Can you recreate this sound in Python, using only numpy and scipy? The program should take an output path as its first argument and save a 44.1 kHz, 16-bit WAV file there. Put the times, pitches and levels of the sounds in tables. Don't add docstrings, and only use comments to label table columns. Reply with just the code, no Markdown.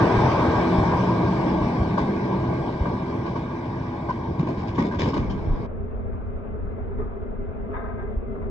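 import sys
import numpy as np
from scipy import signal
from scipy.fft import rfft, irfft
from scipy.io import wavfile
from scipy.ndimage import uniform_filter1d

SR = 44100
rng = np.random.default_rng(int(sys.argv[2]) if len(sys.argv) > 2 else 0)


def persist_wave(psi):
    counts = np.round(np.clip(psi, -1, 1) * 32767).astype(np.int16)
    wavfile.write(sys.argv[1], SR, np.atleast_2d(counts).T)


N = 374850

# frequency in Hz, relative density in dB per Hz.
ROAR = [(22, -29), (60, 1), (120, 8.5), (200, 1.5), (360, 0), (500, -9), (760, -8.5), (1000, -3.5),
        (1150, -17.5), (1350, -23), (1600, -20.5), (1900, -19.5), (2300, -21), (2750, -26.5), (3000, -28.5),
        (5600, -34.5), (6700, -50), (8700, -48.5), (9800, -72.5)]
# frequency in Hz, relative density in dB per Hz.
SLOWED_ROAR = [(22, 0), (60, 8.5), (100, -2.5), (160, -25), (230, -1.5), (300, -24.5), (400, -11),
               (550, -18), (680, -19), (800, -25), (1250, -26.5), (1800, -40), (2500, -43.5), (3100, -56.5),
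               (4400, -66.5), (5200, -102.5)]
# time in seconds, pitch in Hz, level in dB.
DRONE = [(0, 180, -45), (.7, 179.3, -28.5), (1.2, 181.7, -26), (1.6, 191.7, -30), (2.2, 193.5, -28),
         (2.6, 189.8, -35), (3.2, 192.6, -40)]
# time in seconds, pitch in Hz, peak in dB.
SLOWED_NOTE = [(5.2, 85, -32), (5.9, 85.3, -36.5), (6.9, 85.5, -39), (7.3, 85.5, -46), (8.5, 85, -44)]
# centre in Hz, width in Hz, level in dB re HUM_LAW.
HUMS = [(116.6, 14, -7), (234.5, 24, -7), (625, 190, -5), (1127, 70, -9), (1478, 190, -15),
        (1595, 72, -13.5), (2276, 150, -20.5), (3560, 140, -35)]
# centre in Hz, width in Hz, level in dB re the slowed hum.
SLOWED_HUMS = [(216, 7, -2), (243, 9, -3), (400, 12, .5), (426, 20, -1.5), (655, 30, -9), (2050, 98, -21)]
# starting pitch in Hz, level in dB.
SQUEAK = [(1040, -21.5), (964, -24), (1524, -36)]
# centre in Hz, width in Hz, relative level in dB.
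SCRAPE = [(668, 43, -2), (1020, 40, -7), (1260, 25, -1), (1590, 80, -6), (2040, 45, -17)]
# time in seconds, level in dB.
SCRAPE_LEVEL = [(7.722, -71.5), (7.732, -41), (7.87, -40), (7.97, -45.5), (7.985, -43), (8.11, -53),
                (8.16, -69)]
# start in seconds, level in dB, pitch in Hz, length in cycles.
THUDS = [(0.173, -11.5, 76, 0.66), (0.78, -11, 83, 1.2), (1.8, -15.5, 72.5, 1.9),
         (2.805, -12.5, 71.2, 1.75), (4.391, -13, 150, 3.7), (4.429, -15, 291, 2.5), (4.579, -17, 110, 0.9),
         (4.692, -19.5, 90, 1.4), (4.783, -15, 250, 2), (4.794, -13, 190, 1.8), (4.816, -16, 260, 2),
         (4.847, -17, 250, 1.6), (5.008, -16, 290, 2), (5.031, -15, 130, 1.2), (5.039, -14, 120, 1.3),
         (5.052, -17, 260, 2), (5.073, -12.5, 178, 2), (5.083, -16, 170, 1.3), (5.189, -20.5, 113.4, 2.5),
         (5.467, -16.5, 73.3, 1.4), (5.473, -14.5, 27, 2.6), (8.163, -16.5, 45.3, 1.4),
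         (8.228, -29, 50, 1.1)]
# start in seconds, knock in dB, straw crackle in dB, body in dB,
# steel ring pitch in Hz, ring in dB.
CRUNCHES = [(1.974, -17.5, -39, -25.5, 3465, -47), (2.856, -24, -62, -29, 1516, -38),
            (3.255, -27.5, -44.5, -43.5, 1580, -39), (3.356, -28, -49.5, -32.5, 2260, -58),
            (3.793, -50, -63, -43, 1590, -51), (4.087, -25, -46.5, -36, 1535, -49),
            (4.384, -31.5, -45.5, -30, 3670, -57), (4.466, -32.5, -47, -31.5, 1500, -42.5),
            (4.487, -37, -59, -29.5, 662, -30), (4.571, -38, -48.5, -36.5, 1590, -46),
            (4.594, -43, -53, -35, 2270, -47), (4.631, -38, -62, -49, 806, -30),
            (4.671, -40.5, -46, -40, 1560, -44.5), (4.745, -41, -47, -36.5, 3576, -49),
            (4.779, -23, -42, -24.5, 1886, -31.5), (4.797, -31, -56, -40, 3444, -44),
            (4.82, -37, -54, -31.5, 2174, -43), (4.846, -31.5, -51, -32.5, 3600, -48),
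            (4.911, -29.5, -50, -35.5, 1575, -33.5), (4.937, -26.5, -52, -44, 1600, -44),
            (4.986, -32.5, -34, -27, 3550, -35.5), (5.002, -31, -36.5, -32.5, 2370, -38),
            (5.028, -34.5, -55, -36.5, 3440, -43), (5.055, -31.5, -52, -32, 2180, -47.5),
            (5.074, -31, -45, -27, 5280, -45), (5.133, -24.5, -42, -27.5, 2975, -43),
            (5.164, -28.5, -46, -31.5, 3520, -57), (5.222, -34, -57, -43.5, 2230, -43),
            (5.294, -39.5, -46, -37, 3135, -48), (6.117, -44, -55, -53, 1180, -46.5),
            (6.768, -35, -49.5, -55.5, 1190, -54.5), (6.972, -45.5, -50, -59, 1199, -37.5),
            (6.984, -34, -50, -59.5, 419, -29.5), (7.69, -30.5, -50, -57.5, 680, -47),
            (7.731, -48.5, -36, -55.5, 1680, -45.5), (7.85, -44.5, -47, -46.5, 690, -35),
            (7.98, -39, -44, -48.5, 1580, -47), (8.408, -51, -45, -39, 1260, -60)]
# centre in Hz, width in Hz, relative level in dB.
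KNOCK = [(596, 68, -12.5), (1028, 150, -5.5), (1602, 39, -14)]
# frequency in Hz, level in dB.
CRACKLE = [(800, -8.5), (1300, -19.5), (1700, 9), (2300, 7), (3500, -0.5), (5000, -1.5), (7000, -16),
           (9000, -39), (12000, -57)]
# frequency in Hz, level in dB.
SLOWED_CRACKLE = [(400, -8.5), (700, 11.5), (1000, 11), (1600, -3), (2000, 0), (2800, -25), (3250, -31),
                  (3600, -21), (3900, -37), (4800, -64.5)]
# time in seconds, engine cycles per second.
CYCLE = [(0, 13.97), (1.4, 13.92), (2, 14.0), (2.5, 14.13), (3, 14.16), (3.5, 14.1), (4.2, 14.03),
         (5.6, 14.05)]
# multiple of the engine cycle, level abeam in dB re ORDER_LAW,
# level once turned away in dB re ORDER_LAW.
ORDERS = [(6, -8, -6), (9, -7, -1), (12, -5, -9), (17, -9, -1), (18, -10, -1), (20, -11, -10), (22, -7, -6),
          (23, -16, -8), (24, -5, 1), (27, -3, -4), (30, -4, -6), (33, -7, -17), (45, -13, -12),
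          (59, -20, -7), (90, -11, -30)]
# frequency in Hz, likeness 0-1,
# lead of the right beyond its delay in radians, left minus right in dB.
ABEAM_PORTS = [(0, .996, 0, 0), (250, .99, .45, 0), (330, .92, .2, 0), (690, .78, .2, 5),
               (790, .65, 1.1, 7), (1000, .97, 2, 1), (1200, .78, 2.2, -4), (1360, .62, 1.6, -2),
               (1650, .6, 2.2, -4), (2000, .35, 1.6, -3), (2300, .45, -.2, 0), (2720, .45, 2.1, 1),
               (3050, .3, .1, 1), (3700, .8, .4, 0), (4300, .1, 0, 9), (5700, .3, -1.9, 12),
               (7100, .65, .5, 1), (7800, .45, 1, 2), (9000, .85, .9, 0)]
AWAY_PORTS = [(0, .996, 0, 0), (250, .998, .46, 0), (330, .9, -.1, -1.5), (690, .9, 0, 4), (790, .7, .5, 9),
              (1000, .95, 1.95, 2), (1200, .75, 2.4, -5), (1360, .9, -.5, -1), (1500, .5, .3, -2),
              (1650, .45, 1, -3), (2000, .68, -.5, -1), (2300, .68, -.9, -.5), (2720, .92, 1.9, 0),
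              (3050, .3, 0, 3), (3700, .78, .35, -.5), (4300, .3, -1.2, 10), (5700, .3, -2, 12),
              (7100, .87, .5, 0), (7800, .45, 1, 2), (9000, .85, .9, 0)]
SLOWED_PORTS = [(20, .99, -.2, 1), (45, .95, -.6, 0), (70, .9, -1.8, 0), (110, .76, -1.9, 0),
                (200, .45, -2, 4), (290, .1, 0, 2), (410, .85, .7, -2), (600, .3, 1, 3), (750, .3, 1.8, 5),
                (950, .1, 3.2, 3), (1200, .5, 1.8, 0), (1650, .75, .6, 0), (1950, .5, -3, 0),
                (2250, .1, -3, 8), (2700, .2, -3, -1), (3350, .97, 0, 0), (3800, .6, 1.2, 0),
                (4200, .98, 3.1, 0)]

SLOWED_SPEED, SLOWED_FROM_S, FIRST_ENDS_S = .4, 5.165, 5.667
NEAR_M, SPEED_M_PER_S, ABEAM_S, TURNED_BY_S = 4.64, 4.77, 0.0, 2.16
# (dB at the nearest point, dB lost per dB of spreading)
ROAR_LAW, HUM_LAW, ORDER_LAW = (-22, 0.99), (-24.5, 1.26), (-25.5, 1.2)
RUMBLE_LAW, MIDDLE_LAW, HISS_LAW = (-1.9, -0.26), (7.37, 0.52), (-2.45, -0.012)
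SWELL_AT_S, SWELL_S, SWELL_DB = 5.33, 0.78, 5.5
SLOWED_DB, SLOWED_RUMBLE_DB, RUMBLE_DB_PER_S = -38, -2, -0.57
HUM_DB, HUM_DB_PER_S = -49, 2.5
THROB_PER_S, THROB_AT_S, THROB_DB = 4.426, 6.3, 2.5
SQUEAK_AT_S, SQUEAK_S, SQUEAK_SAG = 4.086, 0.035, .03
RISE_S, HELD_S, T60_S = [[0.0017], [0.012], [0.0054], [0.0036]], 0.0091, [[0.14], [0.22], [0.31], [0.22]]
STRIKE, STRIKE_S = 0.62, 0.0042
RING_WIDTH_HZ, STRUCK = 210, .55
RIGHT_LATE_S, EDGE_HZ = .000295, 9300

T = np.arange(N) / SR
HZ = np.fft.rfftfreq(1024, 1 / SR)[:, None]
FRAMES = np.arange(N // 256 + 5) * 256 / SR


def gain_of(db):
    return 10 ** (np.asarray(db) / 20)


def evened(x):
    return x / np.sqrt(np.mean(x ** 2) + 1e-20)


def steadied(x, size=900):
    return x / np.sqrt(abs(uniform_filter1d(x ** 2, size)) + 1e-20)


def read(points, hz):
    f, value = np.transpose(points)
    return np.interp(np.log(hz + 1), np.log(f + 1), value)


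def curves(rows, at):
    s, *columns = np.transpose(rows)
    return [np.interp(at, s, c) for c in columns]


def add(mix, s, sound):
    part = mix[round(s * SR):][:len(sound)]
    part += sound[:len(part)]


def above(hz):
    return np.clip(np.log2(HZ / hz + 1e-9), 0, 1)


def law(rule, t):
    near_db, share = rule
    distance = np.hypot(1, SPEED_M_PER_S * (t - ABEAM_S) / NEAR_M)
    return near_db - share * 20 * np.log10(distance)


def resonate(x, hz, width_hz):
    b, a = signal.iirpeak(hz, hz / width_hz, SR)
    return signal.lfilter(b, a, signal.lfilter(b, a, x))


def banded(db, lo_hz, hi_hz):
    inside = (HZ > lo_hz) & (HZ < hi_hz)
    return db - 10 * np.log10(np.sum(gain_of(2 * db) * inside, 0) / 1.5)


def scattered(x):
    tail = rng.standard_normal(900) * np.exp(-np.arange(900) / 300.)
    return np.array([x, signal.oaconvolve(x, tail / np.linalg.norm(tail))[:N]])


def ports(pair, table, late_s=0):
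    f = np.fft.rfftfreq(N, 1 / SR)
    like, lead, balance_db = curves(table, f)
    a, b = rfft(pair)
    blend = like * a + np.sqrt(1 - like ** 2) * b
    right = np.exp(1j * (lead - 2 * np.pi * f * late_s)) * blend
    share = np.sqrt(2 / (1 + gain_of(2 * balance_db)))
    return irfft([share * gain_of(balance_db) * a, share * right], N)


def noise_field(db, patchy_db, flicker_db):
    a, b, c, d, patches = rng.standard_normal((len(FRAMES), len(HZ), 5), dtype=np.float32).T
    patches = uniform_filter1d(patches, size=9, axis=0)
    patches = evened(uniform_filter1d(patches, size=10, axis=1))
    flicker = evened(uniform_filter1d(rng.standard_normal(len(FRAMES)), size=4))
    level = gain_of(db + patchy_db * patches + flicker_db * flicker)
    z = np.array([a + 1j * b, c + 1j * d]) * level
    return signal.istft(z, nperseg=1024, noverlap=768)[1][:, :N]


def hums(table):
    f = np.fft.rfftfreq(N, 1 / SR)
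    power = 0
    for hz, width_hz, db in table:
        bell = 1 / (1 + (2 * (f - hz) / width_hz) ** 2)
        power = power + (gain_of(db) * evened(bell)) ** 2
    return irfft(rfft(rng.standard_normal((2, N))) * np.sqrt(power), N)


def drone():
    hz, db = curves(DRONE, T)
    r = np.exp(-np.pi * 16. / SR)
    a, b = rng.standard_normal((2, 2, N))
    waver = signal.lfilter([1], [1, -r], signal.lfilter([1], [1, -r], a + 1j * b))
    tone = evened((waver * np.exp(2j * np.pi * np.cumsum(hz) / SR)).real)
    return gain_of(db) * tone


def slowed_note():
    hz, db = curves(SLOWED_NOTE, T)
    fade_in = np.clip((T - SLOWED_FROM_S) / .05, 0, 1)
    return gain_of(db) * np.sin(2 * np.pi * np.cumsum(hz) / SR) * fade_in


def squeak():
    t, out = np.arange(0, SQUEAK_S, 1 / SR), np.zeros(N)
    bent = t * (1 - SQUEAK_SAG * t / SQUEAK_S / 2)
    tones = sum(gain_of(db) * np.sin(2 * np.pi * hz * bent) for hz, db in SQUEAK)
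    add(out, SQUEAK_AT_S, np.sin(np.pi * t / SQUEAK_S) ** 0.47 * tones)
    return scattered(out)


def scrape():
    grit = rng.standard_normal(N)
    lumps_db = 2.5 * evened(signal.oaconvolve(rng.standard_normal(N), np.hanning(600), "same"))
    sung = sum(gain_of(db) * steadied(resonate(grit, hz, width_hz), size=2500)
               for hz, width_hz, db in SCRAPE)
    level = gain_of(curves(SCRAPE_LEVEL, T)[0])
    return scattered(level * evened(gain_of(lumps_db) * sung))


def thuds():
    out = np.zeros(N)
    for s, db, hz, cycles in THUDS:
        turns = np.arange(0, cycles, hz / SR)
        window = np.sin(np.pi * turns / cycles)
        add(out, s, gain_of(db) * window * np.sin(2 * np.pi * turns))
    return out


def crunches(rows, colour, speed):
    levels, rings = np.zeros((3, N)), np.zeros(N)
    t = np.arange(SR // 2) / SR * speed
    rise = np.minimum(t / speed / np.array(RISE_S), 1)
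    shape = rise * gain_of(-60 * np.maximum(t - HELD_S, 0) / np.array(T60_S))
    shape[0] *= 1 + STRIKE * np.exp(-t / STRIKE_S)

    rattles = rng.standard_normal((len(rows), len(t) + SR // 10))
    for (s, *parts_db, ring_hz, ring_db), rattle in zip(rows, rattles):
        for level, db, fade in zip(levels, parts_db, shape):
            add(level, s, gain_of(db) * fade)
        rattle = steadied(resonate(rattle, ring_hz, RING_WIDTH_HZ * speed))[-len(t):]
        struck = np.sin(2 * np.pi * ring_hz * t / speed)
        ring = STRUCK * struck + (1 - STRUCK) * rattle
        add(rings, s, gain_of(ring_db) * shape[3] * ring)

    grain = round(40 / speed)
    clumps_db = 3.3 * np.minimum(rng.exponential(1, N // 40 + 1), 4)
    clumps = gain_of(np.repeat(clumps_db, grain)[:N])
    clumps = uniform_filter1d(clumps, size=grain)
    snaps = clumps * rng.standard_normal(N)
    knock = sum(gain_of(db) * steadied(resonate(snaps, hz * speed, width_hz * speed))
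                for hz, width_hz, db in KNOCK)
    body = steadied(resonate(snaps, 260 * speed, 260 * speed))
    crackle = steadied(clumps * noise_field(read(colour, HZ), patchy_db=2.2, flicker_db=0))
    dull = levels[0] * knock + levels[2] * body + rings
    return scattered(dull) + levels[1] * crackle


def engine():
    knots = np.arange(0, T[-1] + 1, 1 / 6)
    hunt = .001 * np.interp(T, knots, rng.standard_normal(len(knots)))
    turns = np.cumsum(curves(CYCLE, T)[0] * (1 + hunt)) / SR
    turned = np.clip(T / TURNED_BY_S, 0, 1)
    orders = np.zeros((2, N))
    for k, abeam_db, away_db in ORDERS:
        swell_db = 3.5 * np.interp(T, knots, rng.standard_normal(len(knots)))
        level = gain_of(abeam_db + (away_db - abeam_db) * turned + swell_db)
        orders += level * np.sin(2 * np.pi * (k * turns + rng.random((2, 1))))
    return gain_of(law(ORDER_LAW, T)) * orders + gain_of(law(HUM_LAW, T)) * hums(HUMS)


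def roar():
    swell_db = SWELL_DB * np.exp(-((FRAMES - SWELL_AT_S) / SWELL_S) ** 2)
    colour = read(ROAR, HZ)
    colour = colour + law(RUMBLE_LAW, FRAMES) * (1 - above(90))
    colour = colour + law(MIDDLE_LAW, FRAMES) * above(250)
    colour = colour + law(HISS_LAW, FRAMES) * above(1200)
    colour = colour + swell_db * (1 - above(97))
    return noise_field(law(ROAR_LAW, FRAMES) + banded(colour, 200, 1300), patchy_db=2.0, flicker_db=0.1)


def slowed_roar():
    rumble_db = SLOWED_RUMBLE_DB + RUMBLE_DB_PER_S * (FRAMES - FIRST_ENDS_S)
    db = SLOWED_DB + banded(read(SLOWED_ROAR, HZ), 150, 700) + rumble_db * (1 - above(90))
    return noise_field(db, patchy_db=1.5, flicker_db=.4)


def slowed_hum():
    throb = np.cos(2 * np.pi * THROB_PER_S * (T - THROB_AT_S))
    level_db = HUM_DB + HUM_DB_PER_S * (T - FIRST_ENDS_S) + THROB_DB * throb
    return gain_of(level_db) * hums(SLOWED_HUMS)


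def first_view():
    rows = [c for c in CRUNCHES if c[0] < FIRST_ENDS_S]
    pair = roar() + engine() + drone() + squeak() + crunches(rows, CRACKLE, speed=0.94)
    turned = np.clip(T / TURNED_BY_S, 0, 1)
    heard = (1 - turned) * ports(pair, ABEAM_PORTS, RIGHT_LATE_S)
    heard += turned * ports(pair, AWAY_PORTS, RIGHT_LATE_S)
    return heard * np.clip((FIRST_ENDS_S - T) / 0.0053, 0, 1)


def slowed_view():
    rows = [c for c in CRUNCHES if c[0] > FIRST_ENDS_S]
    pair = slowed_roar() + crunches(rows, SLOWED_CRACKLE, SLOWED_SPEED) + scrape() + slowed_hum()
    return ports(pair, SLOWED_PORTS) * np.clip((T - SLOWED_FROM_S) / .003, 0, 1)


def scene():
    return first_view() + slowed_view() + slowed_note() + thuds()


def record(dry):
    thinned = signal.sosfilt(signal.butter(2, 16, "high", fs=SR, output="sos"), dry)
    band_limit = signal.firwin(511, EDGE_HZ, window=("kaiser", 9), fs=SR)
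    return signal.oaconvolve(thinned, band_limit[None], "same")


dry = scene()
out = record(dry)
persist_wave(out)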